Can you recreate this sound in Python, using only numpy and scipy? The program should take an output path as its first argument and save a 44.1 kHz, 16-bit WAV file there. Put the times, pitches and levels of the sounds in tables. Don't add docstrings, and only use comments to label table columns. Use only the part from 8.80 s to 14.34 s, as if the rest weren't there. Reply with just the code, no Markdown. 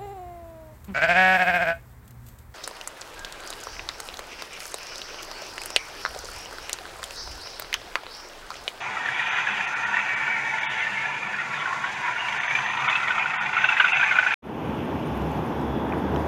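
import sys
import numpy as np
from scipy import signal
from scipy.fft import rfft, irfft, next_fast_len
from scipy.io import wavfile
from scipy.ndimage import uniform_filter1d

SR = 44100
rng = np.random.default_rng(int(sys.argv[2]) if len(sys.argv) > 2 else 0)


def field_ratio(decibels):
    return 10 ** (np.asarray(decibels, dtype=float) / 20)


def transcribe(signal):
    frames = np.atleast_2d(signal).T
    limited = np.clip(frames, -1, 1)
    pcm = np.round(limited * 32767).astype(np.int16)
    wavfile.write(sys.argv[1], SR, pcm)


N = 244439

# (time [s], lower ring level [dB], lower ring pitch [Hz], upper ring level [dB], upper ring pitch [Hz])
KNOCKS_APPROACHING = [(3.3125, -44.0, 1750, -28.0, 2260), (3.3651, -25.0, 1450, -29.0, 1840),
                      (3.4068, -31.5, 1750, -27.0, 2870), (3.4505, -32.0, 1750, -30.5, 1800),
                      (3.485, -27.5, 1750, -21.5, 2270), (3.5248, -35.0, 1150, -26.5, 2060),
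                      (3.5628, -23.5, 1550, -31.0, 1890), (3.602, -31.0, 1750, -21.5, 1930),
                      (3.6351, -28.0, 1200, -22.5, 2210), (3.6798, -29.5, 1750, -22.5, 1910),
                      (3.7082, -30.5, 1750, -20.0, 2210), (3.7525, -27.0, 1750, -15.5, 2380),
                      (3.7882, -26.0, 1510, -24.5, 2410), (3.8216, -40.0, 1750, -29.0, 1850),
                      (3.8627, -24.5, 1750, -23.5, 1810), (3.8993, -33.0, 1750, -23.5, 1850),
                      (3.9343, -34.5, 1150, -23.0, 2570), (3.9718, -33.0, 1750, -21.5, 1880),
                      (4.0013, -29.0, 1160, -29.0, 1910), (4.0446, -35.5, 1750, -23.0, 2500),
                      (4.0799, -19.5, 1350, -20.5, 2240), (4.0871, -20.5, 1430, -19.0, 2230),
                      (4.0987, -23.5, 1190, -21.0, 1880), (4.1292, -33.0, 1750, -18.5, 2510),
                      (4.1559, -24.5, 1420, -16.0, 2610), (4.2011, -29.0, 1310, -27.5, 2330),
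                      (4.2327, -21.5, 1370, -26.5, 2450), (4.2749, -26.0, 1340, -24.0, 1880),
                      (4.2825, -29.0, 1750, -19.5, 2240), (4.3074, -16.0, 1490, -28.0, 1860),
                      (4.3497, -27.5, 1280, -29.5, 2590), (4.3814, -18.5, 1350, -28.0, 2430),
                      (4.3949, -32.0, 1330, -20.5, 2170), (4.4241, -36.5, 1430, -23.0, 2430),
                      (4.4601, -18.0, 1430, -29.5, 2340), (4.4996, -27.0, 1430, -28.0, 2170)]
# (time [s], lower ring level [dB], lower ring pitch [Hz], upper ring level [dB], upper ring pitch [Hz])
KNOCKS_CLOSE = [(4.5377, -23.0, 1310, -25.5, 2170), (4.5806, -26.0, 1500, -26.5, 2060),
                (4.6126, -18.5, 1420, -38.5, 2130), (4.6596, -26.5, 1440, -26.0, 2360),
                (4.6938, -24.0, 1460, -27.0, 2190), (4.7318, -25.5, 1420, -27.0, 2690),
                (4.7687, -16.0, 1400, -28.0, 2700), (4.7784, -19.5, 1390, -20.5, 2180),
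                (4.8099, -20.0, 1500, -33.5, 1860), (4.8438, -10.5, 1530, -16.5, 2690),
                (4.8902, -15.0, 1420, -16.5, 2690), (4.9241, -18.0, 1530, -24.0, 2630),
                (4.9691, -21.0, 1640, -19.5, 1920), (5.0013, -8.0, 1550, -16.5, 2860),
                (5.0081, -17.0, 1480, -20.0, 2190), (5.0454, -12.0, 1470, -27.0, 2030),
                (5.0599, -19.0, 1440, -31.5, 2090), (5.0818, -34.5, 1350, -19.5, 2710),
                (5.1216, -21.0, 1410, -20.5, 2700), (5.1321, -23.5, 1360, -16.0, 2680),
                (5.1602, -21.5, 1430, -18.5, 2270), (5.1689, -21.0, 1510, -19.5, 2660),
                (5.1979, -18.5, 1440, -20.5, 2300), (5.2126, -20.5, 1480, -19.0, 2460),
                (5.2312, -13.0, 1610, -21.0, 2240), (5.2374, -17.0, 1550, -21.0, 1800),
                (5.2604, -25.0, 1740, -24.0, 2100), (5.2786, -35.0, 1150, -24.5, 2470),
                (5.3125, -17.0, 1500, -17.0, 2140), (5.3246, -19.0, 1440, -23.5, 2100),
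                (5.357, -19.0, 1480, -20.0, 2440), (5.3666, -24.0, 1490, -19.0, 2460),
                (5.3888, -7.5, 1510, -30.0, 2370), (5.4293, -20.5, 1490, -29.5, 1800),
                (5.4662, -15.0, 1480, -23.5, 2280), (5.5094, -19.0, 1560, -24.5, 2500),
                (5.5193, -20.5, 1730, -20.5, 1800), (5.5385, -23.0, 1540, -19.0, 2410)]
RING_LEAD_S = 0.0042


def rms_one(x):
    return x / np.sqrt(np.mean(x ** 2) + 1e-20)


def in_time(rows):
    s, *columns = np.transpose(rows)
    return [np.interp(np.arange(N) / SR, s, c) for c in columns]


def swells(rows):
    t = np.arange(N) / SR
    return sum(db * np.exp(-((t - s) / half_s) ** 2) for s, half_s, db in rows)


def drift(rate):
    r = np.exp(-80 * np.pi * rate / SR)
    slow = signal.lfilter([1], [1, -2 * r, r * r], rng.standard_normal(N // 40 + 2002))[2000:]
    return np.interp(np.arange(N) / 40, np.arange(len(slow)), rms_one(slow))


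def shaped(x, gain_at):
    size = next_fast_len(N)
    hz = np.arange(1, size // 2 + 2) * SR / size
    return irfft(rfft(x, size) * gain_at(hz), size)[:N]


def coloured(points):
    hz, db = np.transpose(points)
    return rms_one(shaped(rng.standard_normal(N), lambda f: field_ratio(np.interp(np.log(f), np.log(hz), db))))


def steep(x, low_hz, high_hz):
    return signal.sosfilt(signal.butter(4, [low_hz, high_hz], "band", fs=SR, output="sos"), x)


def rush():
    # (time [s], rush level [dB], brightness as it turns toward the microphone [dB])
    train_run = [(0.0, -33, 3), (0.2, -31.5, 0.5), (0.75, -28.5, 1), (1.36, -29.5, -2.5), (2.13, -30.5, 2),
                 (2.33, -33.5, 4.5), (2.95, -30, -3), (3.78, -30.5, 0.5), (4.03, -35, 3), (4.09, -35, -2.5),
                 (4.2, -29, -3.5), (4.43, -29.5, 2), (4.61, -30.5, -3), (4.86, -27.5, 2), (4.94, -27, -1),
                 (5.15, -29, 2.5), (5.51, -30, 2), (5.54, -27, 0)]
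    # (time [s], level [dB])
    far_train = [(0.0, -33), (0.48, -35), (0.52, -31.5), (0.63, -33), (2.79, -38), (2.85, -35.5),
                 (3.16, -36.5), (3.26, -34), (3.35, -39.5), (3.38, -33.5), (3.7, -34), (4.1, -33),
                 (4.2, -36), (4.4, -30), (4.41, -31.5), (5.25, -33), (5.48, -34), (5.54, -31.5)]
    # (time [s], half length [s], level [dB])
    bogie_surges = [(.40, 0.044, 4), (.55, 0.08, 3.5), (.92, 0.059, -1), (1.17, 0.035, 2.5),
                    (1.36, 0.036, 0), (1.46, 0.037, 1.5), (1.68, 0.054, -1), (2.01, 0.019, 3),
                    (2.09, 0.032, -2.5), (2.22, 0.027, 1), (2.5, 0.069, -0.5), (2.6, 0.015, 2),
                    (2.7, 0.015, -2), (2.87, 0.011, -1), (3.0, 0.037, -1.5), (3.06, 0.026, 2.5),
                    (3.13, 0.021, -2.5), (3.27, 0.023, 3.5), (3.76, 0.021, 1), (4.07, 0.09, 5.5),
                    (4.21, 0.024, -0.5), (4.71, 0.016, -8), (4.95, 0.004, 0.5), (5.32, 0.017, -1),
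                    (5.365, 0.0094, 2), (5.49, 0.01, 1.5)]
    # (time [s], half length [s], panel boost [dB])
    coach_passes = [
        (0.5, 0.24, 5),
        (1.2, 0.1, 5),
        (1.898, 0.11, 7.5),
        (2.8, 0.039, 9),
        (3.12, 0.16, 6.5),
    ]
    # (pitch [Hz], width [Hz], level [dB])
    body_low = [(747, 54, -5), (885.4, 36, -2.5), (968.4, 42, -2.5), (1081, 97, -1), (1117, 63, 0.5),
                (1218, 130, -4.5)]
    # (pitch [Hz], width [Hz], level [dB])
    body_mid = [(1328, 63, -4.5), (1388, 40, 1), (1481, 19, -1), (1546, 17, -4.5), (1606, 18, -2.5),
                (1708, 38, -1), (1763, 41, -0.5), (1862, 33, 1), (1965, 59, -1), (2000, 33, -3),
                (2047, 23, -1)]
    # (pitch [Hz], width [Hz], level [dB])
    body_top = [(2210, 43, 2.5), (2241, 61, -3), (2280, 25, 2), (2373, 36, -1.5), (2437, 30, 2),
                (2578, 43, -1), (2694, 48, -2), (2745, 54, -7.5), (2813, 46, -10)]
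    # (pitch [Hz], width [Hz], level [dB])
    body_edge = [(3000, 290, -0.5), (3130, 220, -0.5), (3326, 370, 3.5), (3426, 180, 1.5),
                 (3470, 130, -5.5)]

    mid_db, bright_db = in_time(train_run)
    far_db, = in_time(far_train)
    ticks = rolling(5000, spread_db=2.0) * field_ratio(0.63 * drift(11))
    far_ticks = rolling(5000, spread_db=0.5)
    shake_db = throb() + swells(bogie_surges)
    low_db = far_db + 0.4 + 0.4 * shake_db
    top_db = mid_db - 2.5 + bright_db + shake_db
    edge_db = mid_db - 16 + bright_db + swells(coach_passes) + shake_db
    low = field_ratio(low_db) * rms_one(resonate(far_ticks, body_low, patchy_db=1.27, rate=5.0))
    mid = field_ratio(mid_db - 1.03 + shake_db) * rms_one(resonate(ticks, body_mid, patchy_db=1.5, rate=7.3))
    top = field_ratio(top_db) * rms_one(resonate(ticks, body_top, patchy_db=1.5, rate=2.8))
    panels = steep(resonate(ticks, body_edge, patchy_db=0.7, rate=1.9), 2796, 3800)
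    return steep(mid - low - top, 640, 3110) - field_ratio(edge_db) * rms_one(panels)


def rolling(per_s, spread_db):
    sizes = field_ratio(spread_db * np.minimum(rng.exponential(1, N), 5)) * rng.choice([-1, 1], N)
    return sizes * (rng.random(N) < per_s / SR) + 1e-18


def resonate(x, modes, patchy_db, rate):
    wander, wander_per_s = 0.003, 1.0
    out = 0
    for k, (hz, width, db) in enumerate(modes):
        turn = np.exp(2j * np.pi * np.cumsum(hz * (1 + wander * drift(wander_per_s))) / SR)
        ring = (turn * signal.lfilter([1], [1, -np.exp(-np.pi * width / SR)], x / turn)).real
        level_db = db + passing(hz) + patchy_db * drift(rate)
        out = out + (-1) ** k * field_ratio(level_db) * rms_one(ring)
    return out


def passing(hz):
    # (time [s], cancelled pitch [Hz], depth [dB])
    board_echo = [(1.0, 1122, 2.5), (1.3, 1146, -0.5), (1.75, 1240, 10), (2.2, 1434, -4), (2.45, 1596, 0.5),
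                  (3.3, 1347, 9.5), (3.6, 1320, 0.5), (4.05, 1685, 13.5), (4.7, 1735, 3), (5.4, 1917, 13),
                  (5.54, 1840, 8.5)]
    # (time [s], half
    # length [s], shell pitch [Hz], level [dB])
    singing_shells = [(.43, 0.38, 1940, 3.5), (.48, 0.58, 2257, -1.5), (0.744, 0.16, 2340, -3),
                      (0.11, 0.36, 1294, 5.5), (1.065, 0.22, 1464, 8), (2.215, 0.045, 2204, 7),
                      (2.242, 0.14, 2430, 0), (3.307, 0.28, 1417, 4.5), (1.225, 0.13, 2636, 12.5),
                      (1.274, 0.58, 1800, 6.5), (1.535, 0.31, 2260, 9), (1.854, 0.26, 1915, 5),
                      (1.88, 0.6, 886, 2.5), (2.103, 0.18, 2694, 8), (2.257, 0.32, 1736, 9),
                      (2.692, 0.42, 2367, -1), (2.733, 0.25, 1430, 8.5), (2.953, 0.25, 1098, 6.5),
                      (3.306, 0.99, 1008, 4.5), (3.45, 0.13, 2800, 20.5), (3.745, 0.11, 2340, 5.5),
                      (3.924, 0.26, 1924, 5), (4.158, 0.073, 2643, 22.5), (4.828, .4, 2639, 8),
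                      (5.034, 0.15, 2910, 19.5), (5.274, .03, 1370, -12), (5.09, 0.057, 1404, -5.5),
                      (4.961, 0.037, 1426, -4.5), (5.318, 0.035, 1520, 7.5), (5.422, 0.045, 1474, 6),
                      (5.364, 0.027, 2500, -0.5), (0.234, .15, 1885, 3.5), (.4, 0.034, 2450, 7),
                      (.8, .05, 2340, 4), (1.0, 0.065, 2450, 3.5), (1.425, 0.1, 2280, 3.5),
                      (3.1, 0.15, 2470, 5), (3.056, .04, 1470, 3), (3.34, 0.041, 1422, 5.5),
                      (3.502, .08, 946, 1.5), (3.978, 0.056, 927, 4.5), (4.352, .06, 988, 4),
                      (1.115, .06, 970, 5.5)]
    echo_width_hz, shell_width_hz = 57, 65

    t = np.arange(N) / SR
    notch_hz, depth_db = in_time(board_echo)
    cancelled = np.exp(-((hz - notch_hz) / echo_width_hz) ** 2)
    lifted = np.exp(-((hz - 0.73 * notch_hz) / echo_width_hz) ** 2)
    out = depth_db * (0.52 * lifted - cancelled)
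    for s, half_s, shell_hz, db in singing_shells:
        if abs(hz - shell_hz) < 3 * shell_width_hz:
            out += db * np.exp(-((hz - shell_hz) / shell_width_hz) ** 2 - ((t - s) / half_s) ** 2)
    return out


def throb():
    # (time [s], throb depth [dB])
    throb_depth = [
        (3.3, 0),
        (3.8, 5),
        (4.7, 5),
        (4.85, 9),
        (5.54, 8),
    ]
    shake_s = 0.013

    since = np.arange(N) / SR + RING_LEAD_S - np.array(KNOCKS_APPROACHING + KNOCKS_CLOSE)[:, :1]
    since = np.where(since > 0, since, np.inf).min(axis=0).clip(max=1) / shake_s
    shake = uniform_filter1d(since * np.exp(1 - since), size=200)
    return in_time(throb_depth)[0] * (shake - 0.45)


def knocks():
    ring_s, ring_tail_s, ring_tail = 0.0042, 0.016, 0.2
    rattle_s, rattle_tail_s, rattle_tail = 0.0065, 0.017, 0.15
    rattle_db, upper_lag_s = -16, 0.001

    def swell(u):
        tail = np.exp(-u / ring_tail_s) * (1 - np.exp(-(u / ring_s) ** 2))
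        return (u / ring_s * np.exp(1 - u / ring_s)) ** 3 + ring_tail * tail

    t = np.arange(int(0.06 * SR)) / SR
    lower_shape, upper_shape = swell(t), swell((t - upper_lag_s).clip(0))
    rattle_shape = (t / rattle_s) ** 2 * np.exp(2 - 2 * t / rattle_s)
    rattle_shape += rattle_tail * np.exp(-t / rattle_tail_s) * (1 - np.exp(-t / ring_s))
    noise = rng.standard_normal((3, N + len(t)))
    body = rms_one(steep(noise[1], 1120, 2800) + field_ratio(-1.0) * steep(noise[0], 665, 1294))
    edge = rms_one(steep(noise[2], 2900, 3628) + field_ratio(-11.5) * steep(noise[0], 3500, 4230))
    out = np.zeros(N + len(t))
    for s, low_db, low_hz, high_db, high_hz, edge_db in knock_list():
        at = round((s - RING_LEAD_S) * SR)
        span = slice(at, at + len(t))
        lower = field_ratio(low_db) * lower_shape * np.sin(2 * np.pi * low_hz * t)
        upper = field_ratio(high_db) * upper_shape * np.sin(2 * np.pi * high_hz * t)
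        rattle = field_ratio(rattle_db) * body[span] + field_ratio(edge_db - 9.0) * edge[span]
        strength = np.hypot(field_ratio(low_db), field_ratio(high_db))
        out[span] += field_ratio(1.5) * (lower + upper + strength * rattle_shape * rattle)
    return out[:N]


def knock_list():
    # (time [s], lower ring level [dB], lower ring pitch [Hz], upper ring level [dB], upper ring pitch [Hz])
    rail_joints = [(0.1708, -25.5, 1344, -26, 1930), (0.2596, -37, 1780, -18, 1830),
                   (0.289, -19, 1680, -29.5, 1980), (0.3954, -50, 1750, -19, 1900),
                   (0.473, -32.5, 1700, -24, 2400), (0.5336, -35.5, 1750, -23, 1893),
                   (0.5859, -24.5, 1437, -21, 1915), (0.6724, -17, 1675, -31, 1814),
                   (0.6889, -24, 1560, -24.5, 2430), (0.729, -39, 1640, -28, 2520),
                   (0.81, -21, 1740, -24, 2450), (0.9999, -36, 1506, -27, 2450),
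                   (1.0527, -38, 1780, -18.5, 1875), (1.1408, -21.5, 1750, -25, 1890),
                   (1.169, -24.5, 1760, -21.5, 1930), (1.2628, -25.5, 1784, -25, 1840),
                   (1.3617, -48, 1670, -22, 1860), (1.414, -38, 1755, -26, 1816),
                   (1.4798, -21, 1465, -35, 2200), (1.5671, -31.5, 1445, -23, 2180),
                   (1.596, -46, 1800, -24, 1910), (1.7397, -40, 1700, -22.5, 2130),
                   (1.784, -31.5, 1770, -22, 1925), (1.8332, -26, 1720, -21, 2290),
                   (2.0686, -36, 1660, -18.5, 1810), (2.1726, -36, 1600, -21, 2120),
                   (2.2552, -21.5, 1730, -25, 1850), (2.431, -32, 1290, -26, 2380),
                   (2.544, -26, 1644, -31.5, 1860), (2.6008, -29, 1400, -25.5, 2034),
                   (2.7433, -24.5, 1724, -33, 1790), (2.7788, -24.5, 1366, -40, 1910),
                   (2.822, -26, 1410, -35.5, 2280), (2.8588, -19.5, 1520, -27.5, 1850),
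                   (2.8792, -26.5, 1385, -30, 1830), (2.9296, -29.5, 1430, -28.5, 1840),
                   (3.0429, -23, 1450, -25.5, 2010), (3.2584, -29, 1443, -29.5, 2200),
                   (3.2828, -27.5, 1360, -26.0, 1850)]
    # (time [s], panel edge vs rings [dB])
    mic_facing = [
        (2.9, -20.5),
        (3.2, -15),
        (3.5, -11),
        (3.75, -7.5),
        (4.27, -8),
        (4.34, -14.5),
        (4.749, -15),
        (5.54, -17),
    ]

    rows = np.array(KNOCKS_APPROACHING + KNOCKS_CLOSE + rail_joints)
    scatter_db = 1.5 * rng.standard_normal(len(rows))
    edge_db = np.interp(rows[:, 0], *np.transpose(mic_facing)) + scatter_db
    return np.column_stack([rows, edge_db])


def wall_echoes(hits):
    t = np.arange(SR // 8) / SR
    tail = rng.standard_normal(len(t)) * np.exp(-t / 0.035)
    return field_ratio(-42) * signal.fftconvolve(hits, tail)[:N]


def whine():
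    # (pitch [Hz], level per Hz [dB])
    rail_hiss = [(3300, -6), (3700, -1), (4250, -6), (5600, -6.5), (7250, -7), (7700, -14.5), (9300, -15.5),
                 (9800, -22), (12000, -28.5), (14900, -30), (15700, -43)]
    # (pitch [Hz], width [Hz], level [dB])
    motor_modes = [(4680, 190, -3.5), (6530, 770, -4.5), (9000, 120, -14.5)]
    # (pitch [Hz], width [Hz], level [dB])
    ridge_modes = [(6100, 60, -3), (6155, 45, 1), (6290, 130, -7)]
    # (time [s], whine ridge level [dB])
    motor_nearness = [(0.0, -52), (0.11, -67), (0.37, -54.5), (2.92, -62), (3.78, -49), (4.04, -57),
                      (4.77, -64.5), (4.78, -53.5), (5.54, -56)]
    # (time [s], half length [s], level [dB])
    hiss_dips = [
        (2.55, 0.33, -1.5),
        (3.95, 0.092, -2.5),
        (4.6, 0.27, -2),
    ]

    motor = resonate(rng.standard_normal(N), motor_modes, patchy_db=0.0, rate=6.9)
    motor = field_ratio(-10.0) * steep(motor, 4000, 8300)
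    hiss_db = -45.5 + drift(20.0) + 0.35 * throb() + swells(hiss_dips)
    ridge = resonate(rng.standard_normal(N), ridge_modes, patchy_db=2.5, rate=13.0)
    ridge = rms_one(steep(ridge, 5900, 6500))
    ridge_db = in_time(motor_nearness)[0] + 1.3
    return field_ratio(hiss_db) * rms_one(coloured(rail_hiss) + motor) + field_ratio(ridge_db) * ridge


def room():
    # (pitch [Hz], level per Hz [dB])
    room_rumble = [(15, -38.5), (25, -29.5), (65, -19.5), (130, -1.5), (174, -25), (205, -12.5),
                   (275, -7.5), (545, -5.5), (700, 0), (910, -42.5), (1540, -120)]
    # (pitch [Hz], width [Hz], level [dB])
    board_modes = [(135.8, 20, 0.49), (151.7, 15, 0.22), (202.2, 8.5, 1.2)]
    # (time [s], level [dB])
    board_load = [(0.0, -55.5), (0.52, -50), (1.87, -51.5), (1.9, -42), (1.94, -54), (2.19, -50.5),
                  (3.38, -53.5), (3.61, -47.5), (3.69, -61), (3.72, -47), (4.57, -51.5), (4.6, -46.5),
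                  (5.12, -54), (5.17, -45.5), (5.51, -54.5), (5.54, -69.5)]

    hum = resonate(rng.standard_normal(N), board_modes, patchy_db=2.5, rate=4.2)
    hum_db = in_time(board_load)[0] - 0.5
    return field_ratio(-46.0) * coloured(room_rumble) + field_ratio(hum_db) * rms_one(steep(hum, 82, 400))


def scene():
    hits = knocks()
    return (rush() + hits + wall_echoes(hits) + whine() + room())[None]


def phone_thinning(x):
    # (pitch [Hz], step [dB])
    step_curve = [(150, -14), (600, -12), (3500, -11), (5000, -3), (7300, 0), (7900, 7), (8600, 2),
                  (9400, 2.5), (9900, 7.5), (10600, 3.5), (13000, 3.5), (15100, 4), (15600, 9)]
    starved_frames = [(23, 1), (40, 0), (44, 0), (49, 1), (63, 0), (84, 1), (87, 0), (88, 0), (168, 1),
                      (172, 1), (191, 0), (214, 0), (215, 0), (240, 0)]
    hop = round(1024 / 48000 * SR)
    wander_db, follows_loudness = 2.2, 0.22

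    n, k = np.arange(2 * hop), np.arange(hop)
    window = np.sin(np.pi * (n + 0.5) / (2 * hop))
    basis = window * np.cos(np.pi / hop * (n + 0.5 + hop / 2) * (k[:, None] + 0.5)) * np.sqrt(2 / hop)
    count = N // hop + 3
    padded = np.pad(x, (hop + hop // 2, count * hop))
    lines = padded[np.arange(count)[:, None] * hop + n] @ basis.T
    hz = (k + 0.5) * SR / (2 * hop)

    power = lines ** 2
    usual = np.sqrt(uniform_filter1d(np.mean(power, axis=0), size=25))
    loud = np.sqrt(uniform_filter1d(np.mean(power, axis=1), size=5) / np.mean(power) + 0.00036)
    chance = uniform_filter1d(rng.standard_normal((count, hop // 12 + 1)), size=4, axis=0) * 2
    curve_hz, curve_db = np.transpose(step_curve)
    step_db = np.interp(np.log(hz), np.log(curve_hz), curve_db) + wander_db * chance[:, k // 12]
    step = usual * field_ratio(step_db) * loud[:, None] ** follows_loudness + 1e-12
    lines = np.sign(lines) * np.floor(abs(lines) / step + 0.22) * step

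    quiet = (hz > 3750) | (hz > 290) & (hz < 600)
    ridge = (hz > 5950) & (hz < 6500)
    for frame, keeps_whine in starved_frames:
        lines[frame + 1] *= ~quiet | ridge & bool(keeps_whine)
    halves = (lines @ basis).reshape(count, 2, hop)
    out = np.zeros((count + 1, hop))
    out[:-1] += halves[:, 0]
    out[1:] += halves[:, 1]
    return out.ravel()[hop + hop // 2:][:N]


def band_limit(x):
    return signal.sosfilt(signal.butter(12, 15720, fs=SR, output="sos"), x)


def record(dry):
    mix = phone_thinning(dry[0])[None]
    return band_limit(mix)


dry = scene()
out = record(dry)
transcribe(out)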